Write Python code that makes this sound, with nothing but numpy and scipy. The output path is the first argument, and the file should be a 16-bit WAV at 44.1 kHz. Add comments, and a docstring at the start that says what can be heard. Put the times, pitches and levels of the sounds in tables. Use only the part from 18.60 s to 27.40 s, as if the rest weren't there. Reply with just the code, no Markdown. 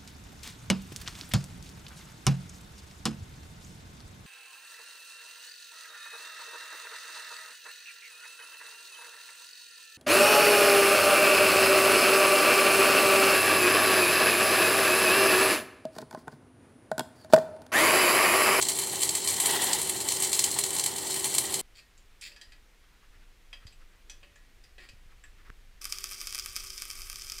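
"""Stick welding in a garage

Three shots of work on a steel bracket, joined by hard cuts. From across the bench, in stereo, random sparks
and coloured noise make the arc sizzle, roar and snap over the welder's fan. Then a head-worn camera hears in
mono: ringing steel modes and grains of friction are the clinks and scrapes of parts fitted by hand. Last, the
arc crackles again just below that camera, with a bright crack and a lower answer."""
import sys
import numpy as np
from scipy import signal
from scipy.fft import rfft, irfft
from scipy.io import wavfile

SR = 44100
rng = np.random.default_rng(int(sys.argv[2]) if len(sys.argv) > 2 else 0)


def waveform_to_disk(signal):
    """Save audio, clipped to [-1, 1], as 16-bit WAV at the path in sys.argv[1]."""
    frames = np.transpose(np.atleast_2d(signal))
    scaled = np.clip(frames, -1, 1) * 32767
    samples = np.round(scaled).astype(np.int16)
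    wavfile.write(sys.argv[1], SR, samples)


N = 388080
TIME = np.arange(N) / SR
CUT_TO_FITTING_S, CUT_TO_CLOSE_S = 3.013, 7.213


def undb(db):
    """Decibels to gain."""
    return 10 ** (np.asarray(db) / 20)


def unit(x):
    """Scale to rms 1."""
    return x / np.sqrt(np.mean(x ** 2))


def unit_energy(x):
    """Scale a response so that it passes white noise at the same level."""
    return x / np.sqrt(np.sum(x ** 2))


def through(x, response):
    """Pass a sound through an impulse response."""
    return signal.fftconvolve(x, response)[:len(x)]


def colour(points, size=4096):
    """Causal minimum-phase response of unit energy, its spectrum drawn through points of f/Hz, level/dB."""
    hz, db = np.transpose(points)
    grid = np.maximum(np.fft.rfftfreq(size, 1 / SR), 1)
    log_gain = np.log(undb(np.interp(np.log(grid), np.log(hz), db)))
    # folding the cepstrum onto positive times makes the response causal
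    cepstrum = irfft(log_gain)
    cepstrum[1:size // 2] *= 2
    cepstrum[size // 2 + 1:] = 0
    return unit_energy(irfft(np.exp(rfft(cepstrum))))


def noise(points):
    """Coloured noise of rms 1."""
    return unit(through(rng.standard_normal(N), colour(points)))


def walk(rate, size=2048):
    """Chance that drifts to a new level rate times a second, with an rms of 1."""
    levels = rng.standard_normal(size)
    return unit(np.interp(TIME * rate, np.arange(size), levels))


def fade(t60, size=22050):
    """Exponential decay by 60 dB in t60 seconds."""
    return np.exp(-np.log(1000) * TIME[:size] / t60)


def tail(t60):
    """Dense dying reflections of unit energy."""
    decay = fade(t60)
    return unit_energy(decay * rng.standard_normal(len(decay)))


def swell(start_s, length_s, attack_s, release_s):
    """Rise to 1, hold until length_s after the start, fall back to 0."""
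    rise = np.clip((TIME - start_s) / attack_s, 0, 1)
    fall = np.clip(1 - (TIME - start_s - length_s) / release_s, 0, 1)
    return (rise * fall) ** 2


def add(out, s, sound):
    """Mix a sound in at time s."""
    i = int(np.clip(s * SR, 0, N - 1))
    out[i:i + len(sound)] += sound[:N - i]


def stereo(mid, side=0):
    """Left and right from mid and side."""
    return np.array([mid + side, mid - side])


def low_pass(x, hz):
    """Steep top cut."""
    return signal.sosfilt(signal.ellip(8, .2, 70, hz, fs=SR, output="sos"), x)


def resonate(x, hz, width_hz):
    """One resonance with gain 1 at its centre."""
    b, a = signal.iirpeak(hz, hz / width_hz, fs=SR)
    return signal.lfilter(b, a, x)


def sparks(rate, spread_db):
    """Clicks at random, rate a second, of either sign, many small and a few large; rms 1."""
    sizes = undb(spread_db * np.minimum(rng.exponential(size=N), 5))
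    struck = rng.random(N) < rate / SR
    return unit(struck * sizes * rng.choice([-1, 1], N))


# still air of the quiet garage [f/Hz, level/dB]
GARAGE_AIR = [(12, -33), (20, -7.5), (45, -13.5), (82, -29), (115, -29), (147, -30.5), (445, -33),
              (484, -33), (555, -37), (753, -36.5), (818, -37.5), (1930, -34.5), (2410, -35),
              (15000, -51.5)]
# low rumble of the head-worn camera [f/Hz, level/dB]
RUMBLE = [(8, -16), (20, 5.0), (30, -1.0), (45, -10.5), (80, -16.5), (160, -30.5), (1000, -86)]
# the head sways with the work of the hands; the rumble grows from its level at the start of the fitting
RUMBLE_DB, RUMBLE_RISE_DB_PER_S = -59.5, 1.67
SWAY_PEAK_S, SWAY_PERIOD_S, SWAY_DB = 4.564, 0.56, 1.5


def garage():
    """Steady air noise, and camera rumble whose level climbs and sways with the head."""
    sway_db = SWAY_DB * np.cos(2 * np.pi * (TIME - SWAY_PEAK_S) / SWAY_PERIOD_S)
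    rumble_db = RUMBLE_DB + RUMBLE_RISE_DB_PER_S * (TIME - CUT_TO_FITTING_S) + sway_db
    return undb(-59.5) * noise(GARAGE_AIR) + noise(RUMBLE) * undb(rumble_db)


FAN_HZ = 384.8


def blade_tone(db, wander, waver_db, lead):
    """The fan's tone wavers in the draught and reaches the left port first, by lead radians."""
    hz = FAN_HZ * (1 + wander * walk(25.41))
    phase = 2 * np.pi * np.cumsum(hz) / SR
    return np.sin([phase + lead, phase]) * undb(db + waver_db * walk(12))


# the welder's cooling air [f/Hz, level/dB]
COOLING_AIR = [(25, -21), (60, -8), (120, -2.5), (280, -0.5), (350, 6.5), (430, 2), (550, -1.5),
               (1000, -4.5), (2000, -19.5), (8000, -36)]
# low rush of the same air [f/Hz, level/dB]
LOW_RUSH = [(25, -33), (65, 0.5), (120, 3.5), (250, -6.5), (500, -19.0), (4000, -46.0)]


def welder_fan():
    """Broad air noise and a wavering blade tone from the welder, heard in stereo across the bench."""
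    # the low rush is stronger on the right
    rush = noise(LOW_RUSH) * undb([[-62], [-50]])
    air = stereo(undb(-46.0) * noise(COOLING_AIR), undb(-49.5) * noise(COOLING_AIR))
    return air + rush + blade_tone(db=-45.0, wander=0.01344, waver_db=2.0, lead=1.05)


# when gloves and sleeves scuff against the work [t/s, level/dB]
GLOVE_SCUFFS = [(4.24, -69), (4.35, -69), (4.44, -62.5), (4.55, -63), (4.63, -65.5), (5.03, -62.5),
                (5.22, -64.5), (5.35, -66), (6.52, -62.5), (6.799, -62), (6.87, -59)]
# colour of a scuff [f/Hz, level/dB]
GLOVE_COLOUR = [(200, 0), (800, -7), (1250, 6), (1800, 4), (3000, -3.5), (10000, -26)]


def scuffs():
    """Gloves and sleeves brush the work: soft noise in short rounded swells."""
    scuffing = sum(undb(db) * np.exp(-((TIME - s) / 0.023) ** 2) for s, db in GLOVE_SCUFFS)
    return scuffing * noise(GLOVE_COLOUR)


# soft bumps on the camera [t/s, level/dB, f/Hz]
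CAMERA_BUMPS = [(5.053, -35.5, 81), (6.334, -45, 99), (6.46, -47, 80), (6.897, -42, 90.5)]


def bumps():
    """Each bump on the camera is a low sine that dies at once."""
    out = np.zeros(N)
    decay = fade(0.045)
    for s, db, hz in CAMERA_BUMPS:
        add(out, s, undb(db) * decay * np.sin(2 * np.pi * hz * TIME[:len(decay)]))
    return out


# a dry double tap close by [t/s, level/dB]
DOUBLE_TAP = [(6.897, -30.5), (6.9015, -20.5)]
# colour of a tap [f/Hz, level/dB]
DRY_TAP_COLOUR = [(100, 4), (450, -5), (750, -24), (1200, -1), (1700, 0), (2300, -12), (4000, -22),
                  (14000, -40)]


def taps():
    """Each tap is a single dry, dull impulse."""
    out = np.zeros(N)
    for s, db in DOUBLE_TAP:
        add(out, s, undb(db) * colour(DRY_TAP_COLOUR))
    return out


# modes the steel rings with [f/Hz, level/dB, t60/s]
STEEL_MODES = [(353, -2, 0.18), (480, -1, .15), (574, 2, 0.45), (1186, -4, 0.073), (1715, 1, 0.15),
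               (1868, 1, 0.47), (1930, -7, 1), (2570, 8, .12), (2390, -16, 0.04), (3470, -9, 0.086),
               (3217, 1, 0.063), (3960, -4, 0.083), (4820, 3, 0.13), (5160, -3.5, 0.033), (5900, -2, 0.05),
               (7630, 9, 0.04)]


def steel_ring(clatter_db, clatter_t60):
    """One blow on the steel: its modes, weighted by where it lands, amid a dense short clatter."""
    chance = rng.standard_normal((len(STEEL_MODES), 2))
    ring = 0
    for (hz, db, t60), (weight, shift) in zip(STEEL_MODES, chance):
        decay = fade(t60)
        mode_hz = hz * (1 + 0.0043 * shift)
        mode = decay * np.sin(2 * np.pi * mode_hz * TIME[:len(decay)])
        ring = ring + undb(db + 2 * weight) * unit_energy(mode)
    return unit_energy(unit_energy(ring) + undb(clatter_db) * tail(clatter_t60))


def clink(treble_db, body_db, low_hz, high_hz):
    """A hard contact brings treble, a heavy one body; the spot that is hit favours a low and a high ring."""
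    blow = steel_ring(clatter_db=5.0, clatter_t60=0.096)
    low_ring = undb(7.5) * resonate(blow, low_hz, width_hz=180)
    blow = blow + low_ring
    blow = blow + undb(10) * resonate(blow - low_ring, high_hz, width_hz=550)
    contact = colour([(150, body_db + 8), (450, body_db + 21.5), (850, -7.0), (1700, 1), (3000, 3.5),
                      (4500, treble_db + 11), (7900, treble_db + 7.5), (11000, treble_db + 2.5),
                      (15000, treble_db - 9)])
    return unit_energy(through(blow, contact))


# steel parts knock together
# [t/s, relative level/dB, relative treble/dB, relative body/dB, low ring f/Hz, high ring f/Hz]
STEEL_CLINKS = [(3.185, -48.5, -16, -30, 2750, 4670), (3.3776, -57, -2.5, -21, 2980, 6800),
                (3.612, -43, 4, -29, 2990, 8900), (3.718, -47.5, -18, -18, 2760, 4730),
                (3.7624, -47, -16, -29, 1670, 4740), (3.8133, -42.5, -11, -27, 1860, 4350),
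                (3.9207, -48.5, -19, -27, 2050, 4720), (4.9292, -38.5, -24, -33.5, 3240, 4920),
                (5.0682, -46, -13, -26, 4440, 4670), (5.125, -54.5, -14, -30, 2760, 7850),
                (5.4974, -40, -11.5, -34, 3420, 5830), (5.6301, -46.5, -26, -15, 2860, 4400),
                (5.7574, -51.5, -15, -24.5, 1800, 6900), (6.039, -53, -11.5, -17, 2120, 5130),
                (6.1818, -44.5, -23, -17.5, 1870, 4330), (6.2886, -46, -13, -17, 2820, 4760),
                (6.6383, -46, -19, -28.5, 1720, 7800)]


def clinks():
    """Parts knock together by hand, each blow with its own hardness, weight and favoured rings."""
    out = np.zeros(N)
    for s, db, treble_db, body_db, low_hz, high_hz in STEEL_CLINKS:
        add(out, s, undb(db + 22.5) * clink(treble_db, body_db, low_hz, high_hz))
    return out


# steel slides on steel
# [start t/s, length to the release/s, level/dB, level/dB of the bracket's groan under a heavy stroke]
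STEEL_SCRAPES = [(3.139, 0.053, -56.5, -85), (3.605, 0.071, -46.5, -64.5), (6.182, 0.071, -60, -60)]
# colour of the sliding steel [f/Hz, level/dB]
SLIDE_COLOUR = [(100, -24), (450, -4.5), (800, -14.5), (1800, 6.5), (3000, 7.5), (5000, 3), (9000, -5.5),
                (11000, -10), (15000, -11)]
# colour of the groaning bracket [f/Hz, level/dB]
BRACKET_GROAN = [(150, -18), (300, 0), (460, -2), (750, -10), (1200, -3), (3000, -8), (9000, -42)]
SCRAPE_ATTACK_S, SCRAPE_RELEASE_S = 0.018, 0.037


def scrapes():
    """Grains of friction, swelling with each stroke, excite the ringing steel and the groaning bracket."""
    slips, groan = np.zeros(N), np.zeros(N)
    for s, length_s, db, groan_db in STEEL_SCRAPES:
        stroke = swell(s, length_s, SCRAPE_ATTACK_S, SCRAPE_RELEASE_S)
        slips += undb(db) * stroke
        groan += undb(groan_db) * stroke
    ring = steel_ring(clatter_db=12.5, clatter_t60=0.0086)
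    body = unit_energy(through(ring, colour(SLIDE_COLOUR)))
    friction = sparks(rate=810, spread_db=0.0)
    return through(slips * friction, body) + through(groan * friction, colour(BRACKET_GROAN))


def fitting():
    """Hands slide and knock steel parts, which the room answers; scuffs, bumps and taps are close and dry."""
    steel = clinks() + scrapes()
    return steel + undb(-4) * through(steel, tail(0.24)) + scuffs() + bumps() + taps()


# after a short circuit the pool boils up and calms again
BOIL_ATTACK_S, BOIL_T60_S = 0.0044, 0.39


def boiling(snaps):
    """How hard the pool boils: each big short circuit stirs it up, then it calms; the powers add."""
    power = np.zeros(N)
    stir = fade(BOIL_T60_S)
    stir = stir * np.minimum(TIME[:len(stir)] / BOIL_ATTACK_S, 1)
    for s, _, db in snaps:
        add(power, s, (undb(db) * stir) ** 2)
    return np.sqrt(power)


DROP_SCATTER_DB = 1


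def drops(snaps, start_s, rate, db, count=60):
    """Short circuits as (t/s, level/dB): the big ones, and small ones at uneven gaps, 1 / rate in the median."""
    gaps, sizes = rng.standard_normal((count, 2)).T
    times = start_s + np.cumsum(np.exp(.5 * gaps)) / rate
    small = [(s, db + DROP_SCATTER_DB * size) for s, size in zip(times, sizes) if s < TIME[-1]]
    return [row[:2] for row in snaps] + small


def discharge(sizzle, snaps, snap_db, spray_db, spray_t60, rate, spread_db, flutter_db):
    """The arc fizzes unevenly; each short circuit bursts with one crack and a dying spray of spatter."""
    cracks, spray = np.zeros(N), np.zeros(N)
    for s, db in snaps:
        add(cracks, s, undb([db + snap_db]))
        add(spray, s, undb(db + spray_db) * fade(spray_t60))
    fizz = sizzle * undb(flutter_db * walk(70))
    clicks = cracks + sparks(rate, spread_db) * np.hypot(fizz, spray)
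    # a repeat 4 samples later, of drifting strength and sign, varies the colour from burst to burst
    shape = .45 * np.tanh(walk(150))
    return (clicks + np.roll(clicks * shape, 4)) / np.hypot(1, shape)


# the arc sizzles steadily and sinks as it settles; relative level at the start of each shot
FAR_SIZZLE_DB, CLOSE_SIZZLE_DB, SETTLE_DB_PER_S = -35, -46, 0.5
# the gas roars softly, and more whenever the pool boils
ROAR_DB, ROAR_PER_BOIL_DB = -43.5, -14.5
# once the arc is drawn long and flares: it swells, holds and dies back
FLARE_START_S, FLARE_LENGTH_S, FLARE_ATTACK_S, FLARE_RELEASE_S = 0.758, 0.34, 0.15, 0.18
FLARE_ROAR_DB, FLARE_SIZZLE_DB = -30, -38.5
# small drops fall at random between the big ones; relative level
FAR_DROPS_PER_S, FAR_DROP_DB = 9, -26
# big drops of metal short the far arc [t/s, relative crack level/dB, relative boiling level/dB]
FAR_SHORTS = [(0.0141, -21.5, -44), (0.025, -17.5, -40), (0.0859, -18, -30), (0.1882, -19, -35.5),
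              (0.4188, -21, -30), (0.4322, -16.5, -36.5), (0.492, -18, -52), (0.5517, -18.5, -38),
              (0.6746, -19, -29.5), (0.8007, -16.5, -27.5), (0.8586, -15.5, -47), (0.8693, -19, -50),
              (0.9104, -20, -42), (1.0197, -21, -30), (1.1318, -15, -48), (1.2159, -21, -40),
              (1.2957, -19.5, -43), (1.4873, -18, -36), (1.521, -18.5, -45), (1.623, -18, -24),
              (1.73, -16.5, -29), (1.7922, -13.5, -45), (1.8408, -14, -39), (1.9882, -15, -47),
              (2.0384, -18.5, -54), (2.1855, -21.5, -40), (2.196, -18, -48), (2.2391, -19.5, -50),
              (2.2616, -17.5, -53), (2.5416, -24.5, -57), (2.6435, -20.5, -30), (2.7493, -18.5, -36),
              (2.7828, -12.5, -39), (2.9416, -18.5, -35.5)]
# colour of a spark from across the bench [f/Hz, level/dB]
FAR_SPARK_COLOUR = [(200, -27), (900, -9.5), (1500, -23.5), (2000, -9), (2600, -12), (3150, -3.5),
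                    (3550, -11.5), (4050, 0), (4800, -6), (6400, -5), (7700, 3), (9700, -1.5),
                    (12500, -8.5), (16000, -18)]
# colour of the roaring gas [f/Hz, level/dB]
GAS_ROAR = [(60, -25.5), (160, -13.5), (400, -3), (520, -9.5), (700, -7), (800, 1.5), (900, 0.5),
            (1200, -13.5), (1700, -10), (1950, -0.5), (2300, -18), (3100, -4.5), (6000, -17.5)]
# how much of the far arc reaches the two microphone ports unalike [f/Hz, level/dB]
PORT_SIDE_COLOUR = [(1000, 0.5), (2500, -7), (5800, -20.5), (7800, -5.5), (15000, 6.5)]


def far_weld():
    """Across the bench the arc sizzles, boils and flares, heard directly, off the bench and from the garage."""
    flare = swell(FLARE_START_S, FLARE_LENGTH_S, FLARE_ATTACK_S, FLARE_RELEASE_S)
    boil = boiling(FAR_SHORTS)
    settling = undb(FAR_SIZZLE_DB - SETTLE_DB_PER_S * TIME)
    sizzle = np.hypot(settling, np.hypot(boil, undb(FLARE_SIZZLE_DB) * flare))
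    gas = np.hypot(undb(ROAR_DB), np.hypot(undb(ROAR_PER_BOIL_DB) * boil, undb(FLARE_ROAR_DB) * flare))
    snaps = drops(FAR_SHORTS, 0, FAR_DROPS_PER_S, FAR_DROP_DB)
    arc = discharge(sizzle, snaps, snap_db=18.3, spray_db=-13, spray_t60=.05,
                    rate=2200, spread_db=3.8, flutter_db=1.5)
    arc = through(arc, colour(FAR_SPARK_COLOUR))
    path = undb(-6.0) * tail(0.01) + undb(-3.0) * tail(0.16)
    # the direct wave, then its bounces off the bench top and the clutter beside it
    for lag_s, db in [(0, -4), (.0026, -4), (.0055, -14)]:
        add(path, lag_s, undb([db]))
    # the two ports differ mostly in the top octave
    arc_side = undb(-10.5) * through(through(arc, tail(.05)), colour(PORT_SIDE_COLOUR))
    roar = noise(GAS_ROAR) * gas * undb(2.34 * walk(60))
    roar_side = undb(-20.5) * through(roar, tail(.2))
    return stereo(through(arc, path) + roar, arc_side + roar_side)


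CLOSE_DROPS_PER_S, CLOSE_DROP_DB = 12, -33
# big drops of metal short the close arc [t/s, relative crack level/dB, relative boiling level/dB]
CLOSE_SHORTS = [(7.254, -26.5, -57), (7.3243, -23.5, -53), (7.4414, -25, -59), (7.5123, -33.5, -46),
                (7.6143, -30, -43), (7.6717, -27.5, -43.5), (7.7477, -26.5, -56), (7.755, -29, -57),
                (7.788, -28.5, -47), (7.7966, -28.5, -56), (7.8605, -27, -63), (7.964, -24.5, -44),
                (8.221, -27, -63), (8.3023, -31.5, -56), (8.5584, -33, -64), (8.7205, -29.5, -61)]
# colour of a spark as the bracket and the room answer it [f/Hz, level/dB]
CLOSE_SPARK_COLOUR = [(200, -20), (1020, -23), (1150, 0), (1550, -7.5), (1750, -10), (2350, -1), (2900, -6),
                      (3450, 0), (3750, -9.5), (4300, -9.5), (4700, 3), (6200, -8), (9800, -10.5),
                      (15000, -18)]
# the first wave of a crack, before any surface has coloured it [f/Hz, level/dB]
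FIRST_WAVE = [(300, -27), (3900, -20), (5000, 10.5), (7500, -0.5), (9700, 3.5), (10900, -11.5), (12200, 1),
              (13400, -11), (14800, -29)]


def close_weld():
    """Arc at arm's length: a bright crack, then the bracket and the room answer lower; the fan is far behind."""
    settling = undb(CLOSE_SIZZLE_DB - SETTLE_DB_PER_S * (TIME - CUT_TO_CLOSE_S))
    sizzle = np.hypot(settling, boiling(CLOSE_SHORTS))
    snaps = drops(CLOSE_SHORTS, CUT_TO_CLOSE_S, CLOSE_DROPS_PER_S, CLOSE_DROP_DB)
    arc = discharge(sizzle, snaps, snap_db=18, spray_db=-24, spray_t60=.04,
                    rate=2600, spread_db=3.6, flutter_db=1.2)
    direct = undb(-2.5) * through(arc, colour(FIRST_WAVE))
    answer = through(undb(-4) * tail(0.012) + undb(-7.5) * tail(0.22), colour(CLOSE_SPARK_COLOUR))
    hum = blade_tone(db=-68, wander=.008, waver_db=2, lead=0)[0]
    return direct + through(arc, answer) + hum


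def scene():
    """The three shots, cut together: stereo across the bench, then the head-worn camera in mono."""
    bench = far_weld() + welder_fan()
    head = garage() + fitting() + close_weld() * (TIME >= CUT_TO_CLOSE_S)
    return np.where(TIME < CUT_TO_FITTING_S, bench, stereo(low_pass(head, 15400)))


def record(dry):
    """The microphone's top is cut at 16100 Hz."""
    return low_pass(dry, 16100)


dry = scene()
out = record(dry)
waveform_to_disk(out)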